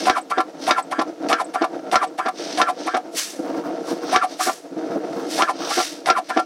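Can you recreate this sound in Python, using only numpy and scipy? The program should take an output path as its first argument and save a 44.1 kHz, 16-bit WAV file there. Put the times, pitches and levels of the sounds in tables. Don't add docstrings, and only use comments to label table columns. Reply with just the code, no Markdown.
import sys
import numpy as np
from scipy import signal
from scipy.fft import rfft, irfft
from scipy.io import wavfile

SR = 44100
rng = np.random.default_rng(int(sys.argv[2]) if len(sys.argv) > 2 else 0)


def dump(signal):
    limited = np.clip(np.atleast_2d(signal).T, -1, 1)
    pcm = np.round(limited * 32767).astype(np.int16)
    wavfile.write(sys.argv[1], SR, pcm)


N = 284445

# start in seconds, squeak of the slide in dB, low thud in dB.
LIFTS = [(.0415, -39.5, -34), (.6541, -38, -58), (1.2732, -36.5, -47), (1.901, -46, -35),
         (2.5603, -65, -68), (4.1046, -65, -35), (5.3656, -65, -43), (6.0452, -64, -42)]
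# frequency in Hz, width in Hz, level in dB.
CARRIAGE_MODES = [(194, 37, -7), (248, 41, -6), (293.2, 44.6, 2), (390, 77, -3.5), (473, 35, 3.5),
                  (587, 88, -3), (653, 51, 0.5), (747, 53, -4), (894, 45, -10.5), (1005, 42, -14),
                  (1340, 55, -15)]


def stylus():
    # start in seconds, level of its knocks in dB, of its thump in dB.
    drops = [(0.2891, .5, -18.5), (.8998, 0, -17), (1.5274, -.5, -18), (2.169, -2, -25), (2.8529, 0, -23),
             (4.3797, -2, -24), (5.6864, 0, -17), (6.2787, 2, -15)]
    # seconds speeding up, cruising and braking; drive in dB speeding up and braking;
    # hiss in dB speeding up and braking.
    lift_move = (0.0679, 0.0322, 0.068, -10, -14, -26.5, -32)
    drop_move = (0.045, 0.06, 0.029, -16.5, -13.5, -32, -32.5)
    # seconds into the move, level in dB, corner in Hz, clash in dB.
    lift_knocks = [(0.0134, -18, 2520, -23), (.0288, 0, 800, -36), (.0422, -1, 1590, -31),
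                   (.0555, 4, 3000, -13.5), (.0579, 7.5, 540, -21), (.067, -2, 2000, -26),
                   (.129, -4, 1300, -42)]
    drop_knocks = [(.0245, -7, 1720, -38), (.0305, -2, 1160, -36), (.0847, -8, 1100, -38),
                   (.0908, 6, 673, -25), (.0954, 3, 1100, -23), (.1027, 2.5, 600, -33),
                   (.1151, 1, 972, -27)]
    out = np.zeros(N)
    for s, squeak_db, _ in LIFTS:
        add(out, s, move(lift_move, lift_knocks, knocks_db=0))
        add(out, s + 0.17, undb(squeak_db) * squeak())
    for s, knocks_db, thump_db in drops:
        add(out, s + .0828, undb(thump_db) * thump())
        add(out, s, move(drop_move, drop_knocks, knocks_db))
    return out


def move(program, knocks, knocks_db, start_hz=200, cruise_hz=1600, rasp=.6, wobble=.033, rattle_db=-11):
    # frequency in Hz, width in Hz, level in dB.
    frame_modes = [(287, 40, -10), (375, 58, -10), (473, 34, -7.5), (612, 24, -9), (675, 40, -6),
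                   (745, 35, 5.5), (825, 40, -11), (1020, 38, 1.3), (1163, 31, 2), (1250, 50, -8),
                   (1350, 32, 2), (1597, 22, -11.5), (1702, 45, -5.5), (1775, 40, -4.5), (2030, 105, -9),
                   (2248, 70, -3.5), (2840, 60, -20), (3017, 50, -17), (3375, 60, -19)]
    # frequency in Hz, level in dB.
    rattle_spectrum = [(2400, 0), (7000, -35)]
    hiss_spectrum = [(500, 10), (2000, 7), (4500, 3.5), (6200, 0), (7200, -3), (9500, 0), (12000, -9),
                     (15500, -40)]
    # multiple of the step rate, level in dB.
    casing_overtones = [(3, -55), (4, -64), (4.25, -67), (4.75, -65), (5, -61), (5.75, -66), (6.75, -68)]
    size = SR // 4
    t = np.arange(size) / SR
    up_s, cruise_s, brake_s, up_db, brake_db, up_hiss_db, brake_hiss_db = program
    stages = np.cumsum([0, up_s, cruise_s, brake_s])
    step_hz = np.interp(t, stages, [start_hz, cruise_hz, cruise_hz, start_hz])
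    running = np.clip((stages[-1] - t) / 0.0017, 0, 1)
    drive = running * near(step_hz, peak_hz=1020, octave_loss_db=22)
    drive *= undb(np.interp(t, stages[1:3], [up_db, brake_db]))
    hiss = running * near(step_hz, peak_hz=810, octave_loss_db=24)
    hiss *= undb(np.interp(t, stages[1:3], [up_hiss_db, brake_hiss_db]))
    judder = 1 + rasp * walk(800, size)
    force = drive * judder * stepper(step_hz * (1 + wobble * walk(500, size)), overtones_db=[-16])
    force += undb(rattle_db) * drive * noise(rattle_spectrum, size)
    phase = 2 * np.pi * np.cumsum(step_hz) / SR
    casing = (step_hz / cruise_hz) ** 20 * sum(undb(db) * np.sin(k * phase) for k, db in casing_overtones)
    airborne = hiss * noise(hiss_spectrum, size) + casing
    scatter = rng.standard_normal((len(knocks), 2))
    for (s, db, corner_hz, clash_db), (late, strong) in zip(knocks, scatter):
        contact_s, contact_db = s + .00015 * late, knocks_db + 1.2 * strong
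        add(force, contact_s, undb(db + contact_db) * knock(corner_hz))
        add(airborne, contact_s, undb(clash_db + contact_db) * clash(corner_hz))
    return ring(force, frame_modes, direct=0.036, detune=.005, uneven_db=0.68, opposed=False) + airborne


def stepper(hz, overtones_db):
    phase = 2 * np.pi * np.cumsum(hz) / SR
    return np.sin(phase) + sum(undb(db) * np.sin(k * phase) for k, db in enumerate(overtones_db, 2))


def knock(corner_hz):
    u = 2 * np.pi * corner_hz * np.arange(SR // 50) / SR
    return 120 * corner_hz / SR * u ** 2 * (1 - u / 3) * np.exp(-u)


def clash(corner_hz, decay_s=0.0062, reach=4):
    # frequency in Hz, level in dB.
    metal_spectrum = [(100, -45), (300, 6), (2000, 3), (5800, 1), (7000, -10.5), (11000, -21), (15000, -38)]
    t = np.arange(SR // 10) / SR
    burst = np.exp(-t / decay_s) * rng.standard_normal(len(t))
    dulled = [(hz, db - 10 * np.log10(1 + (hz / (reach * corner_hz)) ** 2)) for hz, db in metal_spectrum]
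    return np.std(burst) * colour(np.roll(burst, SR // 2000), dulled) * (1 - t / t[-1])


def thump(hz=345, rise_s=0.0069, waver=0.11):
    t = np.arange(SR // 12) / SR
    phase = 2 * np.pi * np.cumsum(hz * (1 + waver * walk(249, len(t)))) / SR
    return t / rise_s * np.exp(1 - t / rise_s) * np.sin(phase)


def squeak(hz=8100, width_hz=600, rise_s=0.0037):
    t = np.arange(SR // 20) / SR
    phase = 2 * np.pi * np.cumsum(hz + width_hz / 2 * walk(1900, len(t))) / SR
    return t / rise_s * np.exp(1 - t / rise_s) * np.sin(phase)


def thuds(hz=76, decay_s=0.0047):
    out = np.zeros(N)
    t = np.arange(SR // 10) / SR
    for s, _, db in LIFTS:
        add(out, s + 0.054, undb(db) * np.exp(-t / decay_s) * np.sin(2 * np.pi * hz * t))
    return out


def feed_effort(creep_db=-41.5, spurt_db=2.4, spurts_per_s=38):
    # start in seconds, length in seconds, level in dB.
    runs = [(0, .06, -28), (.48, 0.018, -35), (.58, .12, -32.5), (1.063, 0.037, -33.5), (1.238, 0.094, -31),
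            (1.468, 0.071, -33.5), (1.725, 0.23, -33.5), (2.43, 0.19, -30.5), (2.785, 0.065, -28.5),
            (3.06, .03, -37), (3.315, .03, -35), (3.422, 0.526, -28.5), (3.99, .14, -28.5),
            (4.65, 0.029, -37), (4.786, 0.62, -28), (5.608, 0.085, -30.5), (5.98, .09, -34)]
    after_s, travel_s, travel_db = 0.185, 0.065, -37.5
    travels = [(s + after_s, travel_s, travel_db) for s, _, _ in LIFTS]
    gains = [undb(db) * swell(s, length_s, rise_db_per_s=143, fall_db_per_s=240)
             for s, length_s, db in runs + travels]
    spurts = unit(undb(spurt_db * walk(spurts_per_s, N)))
    return np.maximum(undb(creep_db), np.max(gains, axis=0)) * spurts


def feed(effort, step_hz=270, spread_octaves=.45, whirr_db=-9, rumble_db=-5):
    # frequency in Hz, level in dB.
    force_spectrum = [(70, -2.5), (190, 0), (330, 1), (480, -1.5), (1200, .5), (2300, -9), (6000, -30),
                      (12000, -64)]
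    # start in seconds, level in dB.
    corners = [(3.132, -34), (3.277, -40), (3.388, -25), (3.568, -27), (3.655, -29), (3.73, -29.5),
               (3.811, -31), (3.908, -24), (4.025, -30), (4.708, -32), (4.762, -30.5), (4.858, -28.5),
               (4.895, -27.5), (4.953, -22.5), (5.1, -33), (5.155, -26), (5.254, -31), (5.59, -30.5)]
    whirr = unit(stepper(step_hz * 2 ** (spread_octaves * walk(28, N)), overtones_db=[-2, -2, -6]))
    turns = rng.random(N) < 250 / SR
    jerks = unit(turns * rng.choice([-1, 1], N) * rng.uniform(.3, 1, N))
    rolling = undb(rumble_db) * rng.standard_normal(N)
    force = colour(jerks + rolling, force_spectrum) + undb(whirr_db) * whirr
    out = effort * unit(ring(force, CARRIAGE_MODES, direct=0.089))
    for s, db in corners:
        add(out, s, undb(db) * shudder())
    return out


def shudder(decay_s=.012, corner_hz=420):
    t = np.arange(SR // 8) / SR
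    burst = rng.standard_normal(len(t)) * np.exp(-t / decay_s)
    shake = signal.sosfilt(signal.butter(2, corner_hz, fs=SR, output="sos"), burst)
    sound = ring(shake, CARRIAGE_MODES, direct=0.12, detune=.03)
    return sound / np.std(sound[:int(.03 * SR)])


def swishes(effort, groove_db=-23.5, groove_sizzle_db=-11, grit_db=1.5):
    # time of full strength in seconds, hold in seconds, level in dB,
    # sizzle in dB relative to that level, rise and fall in dB per second.
    strokes = [(0, 0.069, -32.5, -13, 299.5, 198), (0.628, 0.053, -36, -12, 400, 200),
               (2.387, 0.19, -35.5, -16, 420, 200), (2.804, 0.082, -40, -22, 300, 200),
               (3.176, 0.016, -26, 0, 578, 125), (3.884, .025, -39.5, -5, 278, 173),
               (4.104, .04, -34.5, -30, 143, 200), (4.31, 0.013, -42, -11, 248, 117),
               (4.415, 0.022, -27.5, 2, 705, 158), (5.17, .1, -47.5, -9, 100, 200),
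               (5.312, 0.072, -31.5, -3.5, 650, 198), (5.626, .07, -34, -28, 165, 140),
               (5.722, .12, -27.5, -6, 280, 150), (6.272, 0.13, -47.5, -14, 300, 200)]
    # frequency in Hz, level in dB.
    scrape_spectrum = [(150, -55), (500, -14), (1200, -4), (2200, -0.5), (3200, 0.5), (4200, 3.5),
                       (6200, 3.5), (7000, -12), (9000, -11.5), (12000, -74), (15500, -51)]
    sizzle_spectrum = [(1000, -56), (1700, 7), (3500, -1.5), (6500, 10), (8500, 6.5), (11000, 3),
                       (13500, -5), (15800, -9)]
    drags = [(s + .028, .024, -44, -1, 800, 900) for s, _, _ in LIFTS]
    scrape = undb(groove_db) * effort
    sizzle = undb(groove_sizzle_db) * scrape
    for s, hold_s, db, sizzle_db, rise_db_per_s, fall_db_per_s in strokes + drags:
        gain = undb(db) * swell(s, hold_s, rise_db_per_s, fall_db_per_s)
        scrape = np.hypot(scrape, gain)
        sizzle = np.hypot(sizzle, undb(sizzle_db) * gain)
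    grit = undb(grit_db * walk(220, N))
    return grit * (scrape * noise(scrape_spectrum, N) + sizzle * noise(sizzle_spectrum, N))


def chatter(rise_db_per_s=500, fall_db_per_s=330, grit_db=4):
    # time of full strength in seconds, hold in seconds, level in dB.
    catches = [(3.465, .03, -40), (3.562, 0.024, -37.5), (3.66, 0.013, -36), (3.885, 0.041, -33.5),
               (4.027, 0.076, -37), (4.922, 0.06, -41.5), (5.165, .035, -36), (5.616, 0.068, -31.5)]
    # frequency in Hz, level in dB.
    tip_spectrum = [(200, -20), (600, -1), (1300, -1.5), (1800, -14.5), (4000, -33)]
    gain = sum(undb(db) * swell(s, hold_s, rise_db_per_s, fall_db_per_s) for s, hold_s, db in catches)
    return gain * unit(noise(tip_spectrum, N) * undb(grit_db * walk(400, N)))


def reflections(x, wet_db=-12, t60_s=0.11, damp_hz=7000):
    t = np.arange(SR // 2) / SR
    tail = rng.standard_normal(len(t)) * undb(-60 * t / t60_s)
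    tail = signal.sosfilt(signal.butter(1, damp_hz, fs=SR, output="sos"), tail)
    return x + undb(wet_db) * signal.fftconvolve(x, tail / np.sqrt(np.sum(tail ** 2)))[:N]


def room_tone(level_db=-53.5):
    # frequency in Hz, level in dB.
    shop_spectrum = [(25, -36), (80, -14), (200, -17), (400, 0), (1100, -9), (2200, -13), (6000, -13.5),
                     (8000, -20.5), (15000, -31.5)]
    return undb(level_db) * noise(shop_spectrum, N)


def ring(force, modes, direct, detune=0, uneven_db=0, opposed=True):
    t = np.arange(SR // 6) / SR
    scatter = rng.standard_normal((len(modes), 2))
    response = np.zeros(len(t))
    for k, ((hz, width_hz, db), (sharp, strong)) in enumerate(zip(modes, scatter)):
        sense = (-1) ** k if opposed else 1
        gain = sense * undb(db + uneven_db * strong) * 2 * np.pi * width_hz / SR
        response += gain * np.exp(-np.pi * width_hz * t) * np.cos(2 * np.pi * hz * (1 + detune * sharp) * t)
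    return signal.fftconvolve(force, response)[:len(force)] + direct * force


def swell(s, hold_s, rise_db_per_s, fall_db_per_s):
    t = np.arange(N) / SR - s
    return undb(np.minimum(t, 0) * rise_db_per_s - np.maximum(t - hold_s, 0) * fall_db_per_s)


def near(hz, peak_hz, octave_loss_db):
    return undb(-octave_loss_db * np.log2(hz / peak_hz) ** 2)


def colour(x, spectrum):
    hz, db = np.transpose(spectrum)
    bins_hz = np.maximum(np.fft.rfftfreq(len(x), 1 / SR), 1)
    gain = undb(np.interp(np.log(bins_hz), np.log(hz), db))
    return unit(irfft(rfft(x) * gain, len(x)))


def noise(spectrum, size):
    return colour(rng.standard_normal(size), spectrum)


def walk(points_per_s, size):
    position = np.arange(size) * points_per_s / SR
    points = rng.standard_normal(int(position[-1]) + 2)
    return np.interp(position, np.arange(len(points)), points) * np.sqrt(3 / 2)


def high_pass(x, hz):
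    return signal.sosfilt(signal.butter(4, hz, "high", fs=SR, output="sos"), x)


def undb(db):
    return 10 ** (np.asarray(db) / 20)


def unit(x):
    return x / np.sqrt(np.mean(x ** 2))


def add(track, s, sound):
    i = max(int(s * SR), 0)
    track[i:i + len(sound)] += sound[:len(track) - i]


def scene():
    effort = feed_effort()
    clacks = high_pass(stylus(), hz=200)
    cutting = high_pass(feed(effort) + chatter(), hz=188)
    machine = clacks + cutting + thuds() + swishes(effort)
    return (reflections(machine) + room_tone())[None]


def record(dry, ceiling=.85, top_hz=15800):
    limited = dry / (1 + (dry / ceiling) ** 6) ** (1 / 6)
    return signal.sosfilt(signal.ellip(10, .2, 80, top_hz, fs=SR, output="sos"), limited)


dry = scene()
out = record(dry)
dump(out)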